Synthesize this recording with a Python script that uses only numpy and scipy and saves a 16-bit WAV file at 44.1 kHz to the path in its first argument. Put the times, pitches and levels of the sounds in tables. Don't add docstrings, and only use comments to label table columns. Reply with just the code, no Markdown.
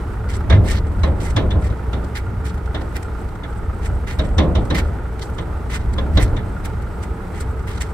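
import sys
import numpy as np
from scipy import signal
from scipy.fft import rfft, irfft, next_fast_len
from scipy.io import wavfile
from scipy.ndimage import uniform_filter1d

SR = 44100
rng = np.random.default_rng(int(sys.argv[2]) if len(sys.argv) > 2 else 0)


def voltage_ratio(decibels):
    exponent = np.asarray(decibels, float) / 20
    return 10 ** exponent


def unload_audio(sound):
    columns = np.transpose(np.atleast_2d(sound))
    steps = np.round(np.clip(columns, -1, 1) * 32767)
    wavfile.write(sys.argv[1], SR, steps.astype(np.int16))


N = 349713
PADDED = next_fast_len(N)
TIME = np.arange(N) / SR
HZ = np.maximum(np.fft.rfftfreq(PADDED, 1 / SR), 1)


def unit(x):
    return x / np.sqrt(np.mean(x ** 2))


def across(points):
    hz, value = np.transpose(points)
    return np.interp(np.log(HZ), np.log(np.maximum(hz, 1)), value)


def colour(x, points):
    return unit(irfft(rfft(x, PADDED) * voltage_ratio(across(points)), PADDED)[..., :N])


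def ring(x, hz, t60):
    radius = np.exp(-np.log(1000) / (t60 * SR))
    angle = 2 * np.pi * hz / SR
    return signal.lfilter([0, np.sin(angle)], [1, -2 * radius * np.cos(angle), radius * radius], x)


def band(x, hz, width):
    return signal.lfilter(*signal.iirpeak(hz, hz / width, SR), x)


def walk(rate):
    hold = int(SR / rate)
    steps = np.repeat(rng.standard_normal(N // hold + 1), hold)
    return 1.287 * uniform_filter1d(uniform_filter1d(steps, hold), hold)[:N]


def noise():
    return rng.standard_normal((3, N))


def add(out, s, parts):
    hit = sum(voltage_ratio(db) * part / np.abs(part).max() for part, db in parts)
    i = int(s * SR)
    out[:, i:i + hit.shape[1]] += hit[:, :N - i]


# time in seconds, firing rate in Hz.
FIRING_RATE = [
    (0, 29.66),
    (1.5, 29.57),
    (3, 29.26),
    (4.5, 29.46),
    (6, 29.71),
    (7.93, 29.84),
]
# multiple of the firing rate, level in dB.
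EXHAUST_ORDERS = [(1, -38), (2, -29), (3, -40), (4, -38), (6, -44), (10, -53.5), (15, -46.5)]
# frequency in Hz, width in Hz, level in dB.
CASING = [(432, 79, 0), (624, 88, -10), (865, 180, -0.5), (1244, 99, -1), (1412, 240, -3.5),
          (1893, 435, -12.5)]
# frequency in Hz, density in dB per Hz.
ENGINE_AIR = [(88, -28), (150, -1.5), (274, -6), (381, -1.5), (644, -14.5), (846, -8.5), (1070, -16),
              (1380, -12), (1640, -23), (3110, -31), (6380, -38.5), (8710, -37.5), (15600, -45.5)]
TAPPET_HZ, TAPPET_T60_S, TAPPET_DB, TAPPET_SCATTER_DB = 1399, .05, -49.5, 5


def engine():
    turns = np.cumsum(np.interp(TIME, *np.transpose(FIRING_RATE)) * (1 + 0.00605 * walk(6))) / SR
    firing = turns.astype(int)
    start = rng.random(len(EXHAUST_ORDERS))
    hum = sum(voltage_ratio(db + 2 + 2.46 * walk(5)) * np.sin(2 * np.pi * (order * turns + phase))
              for (order, db), phase in zip(EXHAUST_ORDERS, start))

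    size = voltage_ratio(1.6 * rng.standard_normal(400))[firing]
    gate = 0.73 + size * np.exp(-(turns % 1) / 0.52)
    clatter = unit(sum(voltage_ratio(db + 1.3 * walk(13)) * band(band(gate * noise(), hz, width), hz, 3 * width)
                       for hz, width, db in CASING))
    air = colour(noise(), ENGINE_AIR) * voltage_ratio(.6 * walk(6.4) + .9 * walk(60))

    taps = np.diff(firing, prepend=0) * voltage_ratio(TAPPET_SCATTER_DB * rng.standard_normal(400))[firing]
    taps = signal.lfilter([1], [1, -np.exp(-1 / (0.0029 * SR))], taps) * noise()
    ping = voltage_ratio(TAPPET_DB) * unit(ring(taps, TAPPET_HZ, TAPPET_T60_S))
    return hum + ports(voltage_ratio(-39.5) * clatter + voltage_ratio(-36.5) * air + ping, turn=0)


# time in seconds, shaking of the bed in dB.
ROAD = [(0.0, -30), (0.09, -25), (0.44, -22), (0.51, -11), (0.82, -19.5), (1.72, -18.5), (1.79, -29.5),
        (1.87, -22), (2.3, -26.5), (3.8, -25.5), (3.95, -18.5), (4.02, -28.5), (4.42, -14), (5.12, -26),
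        (6.12, -18.5), (6.16, -13), (6.47, -22), (7.93, -27)]
# frequency in Hz, density in dB per Hz.
BED = [(12, -38), (20, -2.5), (49, 1.5), (70, 6.5), (106, -1.5), (140, -14), (200, -13), (260, -18.5),
       (440, -120)]
# frequency in Hz, density in dB per Hz.
PANELS = [(76, -43), (130, -1.5), (177, 0), (250, -9), (294, -3.5), (367, -7.5), (618, -10), (1130, -22.5),
          (1220, -31), (2500, -41.5), (3250, -53), (5500, -120)]
# start in seconds, slam in dB, boom in Hz, boom in dB, slam t60 in seconds.
LANDINGS = [(0.503, -9.5, 64, -2, 0.27), (0.538, -16, 94.5, -2.5, 0.29), (0.589, -29, 98.7, -1.5, 0.15),
            (0.631, -27, 70.5, -16, 0.22), (1.038, -11, 70.6, -9.5, 0.32),
            (1.366, -8.5, 104.4, -10.5, 0.32), (1.556, -15.5, 89, -7.5, 0.19),
            (1.933, -18.5, 67.7, -14, 0.3), (2.744, -16.5, 90, -29, 0.19), (4.193, -13.5, 65, -11, 0.27),
            (4.386, -5.5, 67, -4, 0.32), (4.428, -19, 57, -32, 0.25), (4.554, -13.5, 68.3, -9, 0.13),
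            (4.708, -12.5, 76.6, -16, 0.18), (5.387, -19, 72, -25, 0.15), (5.981, -15, 63.5, -11.5, 0.22),
            (6.171, -11, 61.3, -3, 0.19), (6.218, -34, 106, -10, 0.25)]
QUIET_ROAD_DB, DRUM_DB, DRUM_SHARE = -24.5, -38, 0.74
AFTERSHAKE_DB, AFTERSHAKE_T60_S = -9.5, 0.83
BED_LIMIT_DB, LUMPS_DB = -11.5, 1.4


def trailer():
    shake_db = np.interp(TIME, *np.transpose(ROAD))
    boom = colour(noise(), BED) * voltage_ratio(np.minimum(shake_db, BED_LIMIT_DB) + LUMPS_DB * walk(9))
    power = voltage_ratio(DRUM_DB + DRUM_SHARE * (shake_db - QUIET_ROAD_DB)) ** 2
    blows = np.zeros(N)
    for s, db, *_ in LANDINGS:
        blows[int((s + .004) * SR)] = voltage_ratio(db + AFTERSHAKE_DB) ** 2
    fading = signal.lfilter([1], [1, -voltage_ratio(-60 / (AFTERSHAKE_T60_S * SR)) ** 2], blows)
    power = power + np.abs(uniform_filter1d(fading, int(0.0074 * SR)))
    return boom + colour(noise() * voltage_ratio(1.58 * walk(40)), PANELS) * np.sqrt(power)


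# frequency in Hz, level in dB, t60 in seconds.
FLOOR_PLATE = [(172.6, -2, 0.086), (215, 2, 0.14), (296, 8.5, 0.1), (352, -20, 0.028), (442, -5, 0.17),
               (527, 3.5, 0.098), (629, 3.5, 0.12), (816, -21, 0.13), (1040, 6, 0.034)]


def thuds():
    out = np.zeros((3, N))
    t = np.arange(int(.5 * SR)) / SR
    for s, db, hz, boom_db, t60 in LANDINGS:
        rattle = rng.standard_normal((3, len(t))) * np.minimum(t / 0.0031, 1) * voltage_ratio(-60 * t / t60)
        luck = rng.standard_normal(len(FLOOR_PLATE))
        slam = sum(voltage_ratio(gain + 2 * a) * ring(rattle, mode_hz, decay)
                   for (mode_hz, gain, decay), a in zip(FLOOR_PLATE, luck))
        boom = np.sin(2 * np.pi * hz * t) * np.minimum(t / 0.0135, 1) * voltage_ratio(-60 * t / 0.2) * np.ones((3, 1))
        add(out, s - .004, [(slam, db - 2.5)])
        add(out, s - .013, [(boom, boom_db - 2.5)])
    return out


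# start in seconds, peak in dB, clunk in dB, pin pitch in Hz, ring in dB.
KNOCKS = [(0.4995, -13.5, 2, 3700, -2), (0.5234, -20, 7.5, 3400, -10), (1.034, -15, -3.5, 4010, -4),
          (1.3645, -10, -5.5, 3390, -8), (1.507, -22.5, -2.5, 3530, 1), (1.7, -33.5, 1, 3780, -8),
          (1.931, -24, -4, 3450, -3), (2.747, -22.5, -1, 3620, 2), (3.4343, -30.5, 2, 3400, 0),
          (4.1914, -17.5, -3, 3820, -1), (4.382, -9, -6.5, 3890, -12), (4.5523, -16.5, -10, 3830, -4),
          (4.703, -17, -2, 3840, -3), (5.3834, -23.5, -5, 3460, -8), (5.982, -23, 1, 3430, 3.5),
          (6.1729, -13, -2.5, 3840, 4.5), (6.3662, -24, -0.5, 3470, -2)]
# share of the pin pitch, level in dB, t60 in seconds.
PIN_MODES = [
    (.9, -19.5, 0.092),
    (1, 3.5, 0.3),
    (1.13, -10, 0.077),
    (1.45, -10, 0.13),
]
# frequency in Hz, level in dB, t60 in seconds.
DRAWBAR = [
    (652, 4, 0.15),
    (1306, -2.5, 0.082),
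    (1754, 16.5, 0.025),
    (2040, 2.5, 0.094),
]
# frequency in Hz, density in dB per Hz.
CRACK = [(530, -15), (900, 2.5), (1300, -4.5), (1900, -5.5), (2630, -5.5), (3600, 1.5), (3890, -3.5),
         (4830, -19), (6060, -16), (7210, -34), (9660, -26), (12000, -43), (15600, -67), (22000, -120)]
KNOCK_T60_S, PIN_DAMPING, BAR_DAMPING = 0.16, .075, 0.35


def hitch():
    out = np.zeros((3, N))
    t = np.arange(int(.3 * SR)) / SR
    grain = colour(noise(), CRACK)
    later = np.maximum(t - .032, 0)
    blow = np.minimum(t / 0.0068, 1) ** 2 * voltage_ratio(-60 * np.maximum(t - .012, 0) / KNOCK_T60_S)
    rebound = voltage_ratio(-42) * np.minimum(later / 0.0098, 1) * voltage_ratio(-60 * later / KNOCK_T60_S)
    push = blow + rebound
    for s, db, clunk_db, pin_hz, ring_db in KNOCKS:
        chatter = rng.standard_normal((3, len(t))) * push
        luck = rng.standard_normal((2, 4))
        tap = chatter * voltage_ratio(-60 * t / 0.071)
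        pin = sum(voltage_ratio(gain + 2 * a) * ring(tap, pin_hz * (share + 0.0078 * b), decay * PIN_DAMPING)
                  for (share, gain, decay), a, b in zip(PIN_MODES, *luck))
        bar = sum(voltage_ratio(gain) * ring(chatter, hz, decay * BAR_DAMPING) for hz, gain, decay in DRAWBAR)
        i = int(s * SR)
        crack = grain[:, i:i + len(t)] * push
        clash = band(chatter * voltage_ratio(-60 * t / 0.074), 5460, 1800)
        add(out, s - .005, [(pin, db + ring_db), (crack, db - 2.5), (clash, db - 7.5), (bar, db + clunk_db)])
    return signal.sosfilt(signal.butter(2, 7500, fs=SR, output="sos"), out)


BITE_DB_PER_S, LET_GO_DB_PER_S, NICK_LET_GO_DB_PER_S = 2200, 798, 1800
SETTLE_DB, SETTLE_DB_PER_S = -17, 150


def slide(t, length, db, swell_db, let_go):
    held = db - max(swell_db, 0) + swell_db * np.clip(t / length, 0, 1)
    after = np.maximum(t - length, 0)
    fall = np.maximum(-let_go * after, SETTLE_DB - SETTLE_DB_PER_S * after)
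    return voltage_ratio(held + fall + BITE_DB_PER_S * np.minimum(t, 0))


# start in seconds, length in seconds, loudest hiss in dB,
# swell from start to end in dB, squeak above the hiss in dB.
SCRAPES = [(0.292, 0.077, -42.5, -7, -4.5), (0.642, 0.046, -31.5, 21, -7), (0.699, 0.089, -31.5, -14.5, -6),
           (1.204, 0.106, -43, 2, -6), (1.624, 0.048, -45.5, 7, -2.5), (2.155, 0.031, -41, -1, -1),
           (2.455, 0.052, -41.5, -11, -4.5), (2.932, 0.035, -41.5, 26, 1), (3.817, 0.043, -42, 13, -2.5),
           (4.076, 0.063, -45, -6.5, 3.5), (4.238, 0.013, -40, 21, -6), (4.748, 0.049, -33, 4, -2),
           (5.203, .024, -32.5, 27, -13.5), (5.701, 0.06, -33, 11, -2), (6.13, 0.042, -46.5, 14, 1.5),
           (6.201, 0.032, -32.5, 2.5, -6), (6.639, 0.019, -35, 14, -7), (7.013, 0.024, -46, 17, -0.5),
           (7.347, 0.078, -47, 4.5, -3), (7.398, 0.0099, -35.5, 15, -18), (7.675, 0.087, -42, -6.5, -6),
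           (7.809, 0.011, -32.5, 8, -3.5)]
# start in seconds, hiss in dB.
NICKS = [(.408, -51), (.87, -51), (.995, -49), (1.775, -56), (2.045, -50), (2.58, -48), (2.66, -48.5),
         (2.818, -43.5), (3.03, -43), (3.29, -51), (3.355, -50.5), (3.53, -49), (3.94, -60), (4.29, -49),
         (4.655, -46.5), (5.195, -41.5), (5.937, -45), (6.28, -47), (6.55, -64), (6.825, -61), (7.595, -51),
         (7.63, -57), (7.65, -72), (7.778, -42.5)]
# frequency in Hz, density in dB per Hz.
GRIT = [(1350, -50), (2300, -46), (3040, 1.5), (4510, 0), (4880, -3), (5690, -0.5), (6780, -5), (7840, 4.5),
        (8490, -4), (9810, -5.5), (15600, -21)]
NICK_S, NICK_SQUEAK_DB = 0.0017, -6
GRAINS_PER_S, GRAIN_SPREAD_DB, PATCHY_DB = 900, 4, 5


def scrapes():
    hiss, squeak = np.zeros((2, N))
    nicks = [(s, NICK_S, db, 0, NICK_SQUEAK_DB) for s, db in NICKS]
    for s, length, db, swell_db, squeak_db in [*SCRAPES, *nicks]:
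        on = slice(int((s - .03) * SR), int((s + .45) * SR))
        let_go = LET_GO_DB_PER_S if swell_db else NICK_LET_GO_DB_PER_S
        rub = slide(TIME[on] - s, length, db, swell_db, let_go)
        hiss[on] = np.maximum(hiss[on], rub)
        squeak[on] = np.maximum(squeak[on], rub * voltage_ratio(squeak_db))

    grain_size = voltage_ratio(GRAIN_SPREAD_DB * np.minimum(rng.exponential(size=N), 2))
    grains = (rng.random(N) < GRAINS_PER_S / SR) * grain_size
    grains = signal.lfilter([1], [1, -np.exp(-1 / (0.00045 * SR))], grains)
    slip = noise() * voltage_ratio(1.3 * walk(400) + 1.2 * walk(110)) * (1 + voltage_ratio(-10.5) * grains)
    plate = unit(band(slip, 1845, 70) + 1.17 * band(slip, 2026, 58) + 0.59 * band(slip, 1660, 850))

    grit = rfft(colour(slip, GRIT), PADDED)
    patches = np.zeros((3, N))
    for hz in 2000 * 2. ** np.arange(4):
        octave = np.clip(1 - np.abs(np.log(HZ / hz)) / np.log(2), 0, 1)
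        patches += voltage_ratio(PATCHY_DB * walk(45)) * irfft(grit * octave, PADDED)[:, :N]
    return voltage_ratio(2.0) * hiss * unit(patches) + voltage_ratio(10.5) * squeak * plate


# start in seconds, peak in dB, pitch in Hz.
TICKS = [(0.6394, -33, 2030), (0.9194, -35, 1570), (2.5437, -28, 1530), (2.5794, -38, 1720),
         (2.9254, -33, 1500), (3.2051, -41, 1824), (4.188, -25, 3800), (5.3, -32, 1540),
         (6.0427, -42, 1520), (6.8219, -31, 1540), (7.5946, -43, 1530), (7.8111, -17, 2110)]


def ticks():
    out = np.zeros((3, N))
    t = np.arange(int(0.033 * SR)) / SR
    for s, db, hz in TICKS:
        touch = rng.standard_normal((3, len(t))) * voltage_ratio(-60 * t / 0.064)
        add(out, s - .001, [(band(touch, 5000, 9000), db - 11.0), (band(touch, hz, 500), db - 5.5)])
    return out


# time in seconds, level in dB.
SONG = [(0.0, -64), (0.26, -67), (0.82, -60), (1.52, -58), (1.7, -65), (3.97, -59.5), (4.24, -57.5),
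        (5.52, -62), (6.4, -59.5), (7.13, -60.5), (7.93, -59)]


def insects():
    low = band(noise(), 7960, 450) * voltage_ratio(4.5 * walk(98))
    high = voltage_ratio(-14.0) * band(noise(), 12100, 300) * voltage_ratio(3.0 * walk(30))
    return voltage_ratio(np.interp(TIME, *np.transpose(SONG)) - 1.5) * unit(low + high)


# frequency in Hz, shared part of the power from 0 to 1.
LIKENESS = [(25, .965), (60, .982), (150, .95), (300, .74), (1500, .62), (2600, .45), (12000, .38)]
# frequency in Hz, left minus right in dB.
LEFT = [(60, 0), (110, -0.5), (200, -0.5), (380, -2.5), (700, 0), (1290, -2.5), (2380, -4.5), (4400, 1.5),
        (8120, -2), (15000, 1)]
# frequency in Hz, lead of the left in radians.
LEAD = [(0, 20), (340, -2.6), (1550, 1.4), (2150, 1.1), (2670, -4), (3360, -4), (4130, -5.5), (5250, -7.5),
        (5600, -12), (6800, -8.5), (8700, -11.5), (10100, -18), (14000, -8), (15300, -13)]


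def ports(three, turn=1):
    share = np.clip(across(LIKENESS), 0, 1)
    shared = rfft(three[0], PADDED) * np.sqrt(share)
    own = rfft(three[1:], PADDED) * np.sqrt(1 - share)
    sides = np.array([[.5], [-.5]])
    both = shared * np.exp(1j * turn * across(LEAD) * sides) + own
    return irfft(both * voltage_ratio(across(LEFT) * sides), PADDED)[:, :N]


def scene():
    bed = ports(trailer() + thuds(), turn=0)
    return engine() + bed + ports(hitch() + scrapes() + ticks() + insects())


def low_pass(x):
    return signal.sosfilt(signal.butter(12, 15760, fs=SR, output="sos"), x)


def record(dry):
    rounded = np.tanh(.8 * dry) / .8
    mix = signal.sosfilt(signal.ellip(8, .2, 60, 15750, fs=SR, output="sos"), rounded)
    return low_pass(mix)


dry = scene()
out = record(dry)
unload_audio(out)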